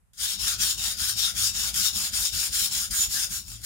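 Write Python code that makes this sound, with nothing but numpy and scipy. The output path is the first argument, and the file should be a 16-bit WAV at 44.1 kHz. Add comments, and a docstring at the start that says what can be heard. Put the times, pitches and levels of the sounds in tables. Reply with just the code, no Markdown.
"""Quiet air, a tiny touch of steel, then a small knife is pushed and pulled along a wet whetstone on a counter,
close to two microphones. Grit clicks and hisses under the edge and rings the blade; colour shifts with the place
on the stone. From the second stroke on, each turn jolts a low rumble into the counter, and here and there a band
sings out or the counter hums. The last strokes are fainter, with quick catches of the edge among them."""
import sys
import numpy as np
from scipy import signal
from scipy.fft import rfft, irfft
from scipy.io import wavfile
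from scipy.ndimage import uniform_filter1d

SR = 44100
rng = np.random.default_rng(int(sys.argv[2]) if len(sys.argv) > 2 else 0)


def linear_from_db(decibels):
    """Turn decibels (scalar or array-like) into linear amplitude factors; 0 gives 1."""
    return 10 ** (np.asarray(decibels, float) / 20)


def put_to_file(sound):
    """Save the sound as 16-bit audio at rate SR, in the file named by the first command-line argument."""
    columns = np.atleast_2d(sound).T  # one column per channel
    safe = np.clip(columns, -1, 1)
    whole_steps = np.round(safe * 32767)
    wavfile.write(sys.argv[1], SR, whole_steps.astype(np.int16))


N = 160965  # length in samples

# Background air, a noise spectrum: f/Hz, relative level/dB
AIR_SPECTRUM = [(30, 1), (150, -6.5), (300, -26), (1410, -27), (4500, -39), (10000, -29), (15000, -42)]
AIR_DB = -66  # rms in each microphone

# Alternate pushes and pulls, each ending where the next begins:
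# start t/s, level/dB, swell from start to end/dB, bulge/dB (middle up, both ends down by this much)
STROKES = [(0.159, -30, 9, 0), (0.372, -27.5, 1, 1.5), (0.574, -26.5, 5.5, 1), (0.761, -29, -1, 2),
           (0.962, -27, 7.5, 0.5), (1.15, -27, -8.5, 1.5), (1.341, -26, 6.5, 1), (1.525, -27, -4, 0),
           (1.728, -26, 5.5, -0.5), (1.921, -27, -6, 0.5), (2.117, -26, 5, -1.5), (2.308, -26, 2.5, -0.5),
           (2.501, -26.5, 8, -0.5), (2.697, -28, -12, 0.5), (2.896, -26.5, 10, 0), (3.08, -26.5, -3.5, 1),
           (3.285, -34, -9.5, 2.5), (3.438, -43.5, -3, 1.5), (3.605, -44.5, -13, 14)]
LAST_END_S = 3.73
# The blade speeds out of each turn and slows into the next
RISE_S, FALL_S, TURN_DB, BEND = 0.046, 0.06, -22.5, 1.98
FIRST_RISE_S = 0.058  # fade-in of the first stroke
# The edge is set down or catches on the stone: t/s, level/dB, fade time constant/s
TOUCHES = [(0.1335, -61, 0.0056), (0.7786, -35, 0.007), (1.742, -39, 0.013), (2.909, -35, .005),
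           (3.481, -37, .003), (3.501, -36, .003), (3.517, -37, .003), (3.617, -46, 0.0021)]
SETTLE_DB = -60  # faint creep from the first touch on
# The edge bites harder for a moment: t/s, boost/dB
BITES = [(0.245, 5.5), (0.489, 3.5), (0.618, 3), (1.865, 1.5), (2.555, 3.5), (2.592, 1)]
BITE_S = 0.013  # bell-curve spread

# Grit: clicks per second, size spread in dB, hiss against clicks as an rms ratio
GRAINS_PER_S, SPREAD_DB, HISS = 6000, 1.5, 0.85
DRAG_DB, DRAG_S = 1.0, 0.0094  # rms swing and smoothing window of the unsteady drag

# Ringing modes of the blade: f/Hz, level over the direct scrape/dB
BLADE_MODES = [(2680, 2), (2894, 3), (3708, 3), (5614, 2), (8886, 1)]
BLADE_T60_S = 0.069

# Scrape colour: f/Hz, left level/dB, right level/dB, change from near to far end of the stone left/dB,
# the same right/dB, left-right likeness (0 to 1)
COLOUR = [(427, -17, -28, -8.5, -11, 0.4), (872, -12.5, -19, -2, -2, 0.34), (996, -18, -22.5, 4.5, 0, 0.13),
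          (1413, -4, -3.5, -7.5, -10.5, 1), (2050, -10, -9, -8, -6, 0.27), (2940, -6, -6, 2.5, -1.5, 0.054),
          (3250, 0.5, 1.5, -11, 4.5, 0.26), (3770, 1.5, -7, 3.5, -13, 0.72), (4490, 2, -3, -3, 6.5, 0.038),
          (5190, 10, -27.5, -5.5, -27, 0.085), (5290, 9, -9, 9, -14, .13), (6000, 3.5, 9, -6, 2, .05),
          (6440, -1.5, 1, -3, -7, 0.045), (6840, 6.5, 10, -3, -0.5, 0.51),
          (7830, -3.5, -3, 3.5, -6.5, 0.78), (8840, 1.5, -2.5, -6, -1.5, 0.87),
          (12500, -4, -7.5, -3.5, 0.5, 0.46), (14300, -5.5, -5.5, -2, -3.5, 0.44)]
PATCH_DB = 2.5  # rms of the flicker in colour
# Corner frequencies of the three colour shifts below: f/Hz
LEAN_HZ = [500, 1440, 3800, 12000]
# Colour shift on pulls, at those corners: level/dB
PULL_DB = [5, -1.5, -0.5, -2.5]
# Colour shift as the blade slows, at those corners: level/dB
SLOW_DB = [15, 1.8, 5.1, 0.5]
# Colour shift from start to end, as the hands move along the blade, at those corners: level/dB
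DRIFT_DB = [-1, -1, -2.5, 3.7]
# One band of the scrape sings out for part of a stroke: t/s, f/Hz, boost/dB
SINGS = [(.62, 6070, 9.5), (1.25, 3820, 12.5), (2.96, 8850, 6.5), (3.17, 1690, 18)]
SING_S, SING_OCTAVES = 0.016, 0.1  # spreads in time and pitch
LEAD_S, LEAD_TOP_HZ = 0.00016, 6200  # the left microphone hears the part below this first
# Below this frequency little of the scrape is heard during strokes, least of all on pushes
HOLLOW_HZ, HOLLOW_PUSH_DB, HOLLOW_PULL_DB = 720, -33, -11
WET_DB, ROOM_T60_S = -7.5, 0.2

# Counter rumble, a noise spectrum: f/Hz, relative level/dB
COUNTER_SPECTRUM = [(30, -19), (42, 0.5), (54, 3.5), (75, -0.5), (110, -5.5), (135, -11.5), (175, -14),
                    (198, -8), (240, -16.5), (400, -28.5)]
JOLT_DB = -20  # against the stroke level, before the jolt's envelope and doubling
JOLT_RISE_S, JOLT_DECAY_S, RUB_DB = 0.012, 0.081, -48.5
COUNTER_SAME, COUNTER_RIGHT_DB = 0.8, -7.5  # left-right likeness, right against left
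LUMP_DB, LUMP_S = 2.2, 0.03  # the rumble comes unevenly: rms swing, smoothing window
# The counter hums briefly on one low note: t/s, f/Hz, peak level/dB
HUMS = [(.61, 199, -52.5), (1.16, 104.4, -43), (1.43, 109.3, -42), (1.56, 215.9, -50.5), (3.53, 113.3, -45),
        (3.63, 111.3, -48)]
HUM_S = 0.047  # bell-curve spread

NOTCH_HZ, NOTCH_WIDTH_HZ = 5920, 650  # narrow hole in the right microphone, width per pass
EDGE_HZ = 15850  # top of the microphones' band


def evened(x):
    """Scales a signal to an rms of one."""
    return x / np.sqrt(np.mean(x ** 2) + 1e-20)


def bell(distance, spread):
    """Smooth bell curve with a peak of one."""
    return np.exp(-(distance / spread) ** 2 / 2)


def wander(window_s):
    """Slow random swing of unit rms: noise smoothed twice."""
    size = int(window_s * SR)
    return evened(uniform_filter1d(uniform_filter1d(rng.standard_normal(N), size), size))


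def coloured(points, count):
    """Steady unit-rms noises with the spectrum of the table."""
    hz = np.fft.rfftfreq(N, 1 / SR)
    f, db = np.transpose(points)
    gain = linear_from_db(np.interp(np.log(hz + 1), np.log(f + 1), db, -90, -90))
    return np.array([evened(irfft(rfft(x) * gain, N)) for x in rng.standard_normal((count, N))])


def air():
    """Steady background noise, independent in the two microphones."""
    return linear_from_db(AIR_DB) * coloured(AIR_SPECTRUM, count=2)


def motion():
    """Hands: scrape force, place (0 near, 1 far), (pull, slowness, drift), time since turn, jolt, fade-in."""
    t = np.arange(N) / SR
    start, level_db, swell_db, bulge_db = np.transpose(STROKES)
    edges = np.append(start, LAST_END_S)
    k = np.clip(np.searchsorted(edges, t) - 1, 0, len(start) - 1)  # stroke number
    since, left = np.maximum(t - start[k], 0), edges[k + 1] - t
    progress = since / (since + left)
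    slow = np.clip(1 - since / RISE_S, 0, 1) ** BEND + np.clip(1 - left / FALL_S, 0, 1) ** BEND

    db = level_db[k] + swell_db[k] * (progress - 0.5)
    db = db - bulge_db[k] * np.cos(2 * np.pi * progress) + TURN_DB * slow
    db = db + sum(bite_db * bell(t - s, BITE_S) for s, bite_db in BITES)
    first = np.clip((t - start[0]) / FIRST_RISE_S, 0, 1)
    force = linear_from_db(db) * first + linear_from_db(SETTLE_DB) * (t > TOUCHES[0][0])
    for s, touch_db, fade in TOUCHES:
        force = force + linear_from_db(touch_db) * (t > s) * np.exp(-np.maximum(t - s, 0) / fade)
    force = uniform_filter1d(force, 16)

    place = 0.5 - 0.5 * np.cos(np.pi * progress) * (-1) ** k
    pull = uniform_filter1d(k % 2 * 1.0, 1000)
    drift = t / t[-1] - 0.5
    jolt = linear_from_db(level_db[k] + JOLT_DB) * (k > 0)
    return force, place, (pull, slow * first, drift), since, jolt, first


def grit():
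    """Abrasive grains: random clicks of uneven size over fine hiss, with an unsteady drag."""
    size = linear_from_db(SPREAD_DB * np.minimum(rng.exponential(1, N), 4.5))
    struck = rng.random(N) < GRAINS_PER_S / SR
    clicks = size * struck * rng.choice([-1, 1], N)
    rough = evened(clicks) + HISS * rng.standard_normal(N)
    return evened(rough * linear_from_db(DRAG_DB * wander(DRAG_S)))


def blade(x):
    """The grit passes directly and also rings the decaying modes of the steel."""
    out = x
    for hz, db in BLADE_MODES:
        r = np.exp(-np.pi * 2.2 / BLADE_T60_S / SR)  # decay per sample
        turn = np.exp(2j * np.pi * hz / SR)
        out = out + linear_from_db(db) * 2 * signal.lfilter([1 - r], [1, -r * turn], x).real
    return out


def room(x):
    """Short sparse tail of decaying echoes, different for each side."""
    t = np.arange(SR // 3) / SR
    taps = rng.choice([-1.0, 1.0], (2, len(t))) * (rng.random((2, len(t))) < 0.05)
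    taps = taps * linear_from_db(-60 * t / ROOM_T60_S) * (t > 0.003)
    return signal.fftconvolve(x, taps / np.linalg.norm(taps[0]), axes=1)[:, :N]


def scrape(force, place, manner):
    """Two streams of grit ring the blade, then are mixed and coloured for each side by place and motion."""
    hz, t, z = signal.stft(blade(np.array([grit(), grit()]) * force), SR, nperseg=256, noverlap=192)
    clock = np.arange(N) / SR
    f, *columns = np.transpose(COLOUR)
    left_db, right_db, far_left_db, far_right_db, same = (np.interp(hz, f, c)[:, None] for c in columns)
    same = np.clip(same, 0, 1)
    far = np.interp(t, clock, place) - 0.5

    patch = uniform_filter1d(uniform_filter1d(rng.standard_normal((len(t), len(hz))), 45, 0), 2, 1)
    shift_db = PATCH_DB * evened(patch).T
    for db, share in zip((PULL_DB, SLOW_DB, DRIFT_DB), manner):
        lean = np.interp(np.log(hz + 1), np.log(LEAN_HZ), db)
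        shift_db = shift_db + np.outer(lean, np.interp(t, clock, share))
    for s, sing_hz, db in SINGS:
        band = bell(np.log2(hz / sing_hz + 1e-9), SING_OCTAVES * np.sqrt(0.5) * np.sqrt(2))
        shift_db = shift_db + db * np.outer(band, bell(t - s, SING_S))

    # The level falls steeply below the lowest table frequency
    shared = np.clip(hz / f[0], 0, 1)[:, None] ** 4 * linear_from_db(shift_db)
    lead = (2 * np.pi * hz * LEAD_S * (hz < LEAD_TOP_HZ))[:, None]
    left = z[0] * linear_from_db(left_db + far_left_db * far) * shared
    right = same * np.exp(-1j * lead) * z[0] + np.sqrt(1 - same ** 2) * z[1]
    right = right * linear_from_db(right_db + far_right_db * far) * shared
    direct = signal.istft(np.array([left, right]), SR, nperseg=256, noverlap=192)[1][:, :N]
    direct = direct * np.sqrt(np.mean(force ** 2) / np.mean(direct.mean(0) ** 2))

    heard = direct + linear_from_db(WET_DB) * room(direct)
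    body = signal.sosfiltfilt(signal.butter(6, HOLLOW_HZ, fs=SR, output="sos"), heard)
    pull, slow, _ = manner
    hollow_db = HOLLOW_PUSH_DB + (HOLLOW_PULL_DB - HOLLOW_PUSH_DB) * pull
    return heard - body * (1 - linear_from_db(hollow_db * np.clip(1 - slow, 0, 1)))  # the band below it is heard in full again at the turns


def counter(since, jolt, first):
    """Low rumble of stone, holder and counter: jolts after turns over steady rubbing, and short sine hums."""
    t = np.arange(N) / SR
    a, b = coloured(COUNTER_SPECTRUM, count=2)
    right = COUNTER_SAME * a + np.sqrt(1 - COUNTER_SAME ** 2) * b
    rumble = np.array([a, linear_from_db(COUNTER_RIGHT_DB) * right])
    thump = 2 * jolt * (1 - np.exp(-since / JOLT_RISE_S)) * np.exp(-since / JOLT_DECAY_S)
    shape = uniform_filter1d(thump + linear_from_db(RUB_DB) * first, 600)
    hums = np.zeros(N)
    for s, hz, db in HUMS:
        hums += linear_from_db(db) * bell(t - s, HUM_S) * np.sin(2 * np.pi * (hz * t + rng.random()))
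    return rumble * shape * linear_from_db(LUMP_DB * wander(LUMP_S)) + np.outer([1, linear_from_db(COUNTER_RIGHT_DB)], hums)


def scene():
    """Air, scrape and counter rumble, the last two driven by the same hands."""
    force, place, manner, since, jolt, first = motion()
    return air() + scrape(force, place, manner) + counter(since, jolt, first)


def roll_off(x):
    """The treble ends steeply here."""
    return signal.sosfilt(signal.butter(12, 16290, fs=SR, output="sos"), x)


def record(dry):
    """Microphones: a narrow hole on the right, notched twice, and a steep top to the band on both sides."""
    hole = signal.iirnotch(NOTCH_HZ, NOTCH_HZ / NOTCH_WIDTH_HZ, SR)
    right = signal.lfilter(*hole, signal.lfilter(*hole, dry[1]))
    low_pass = signal.firwin(511, EDGE_HZ, window=("kaiser", 9), fs=SR)
    mix = signal.oaconvolve(np.array([dry[0], right]), low_pass[None], "same")
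    return roll_off(mix)


dry = scene()
out = record(dry)
put_to_file(out)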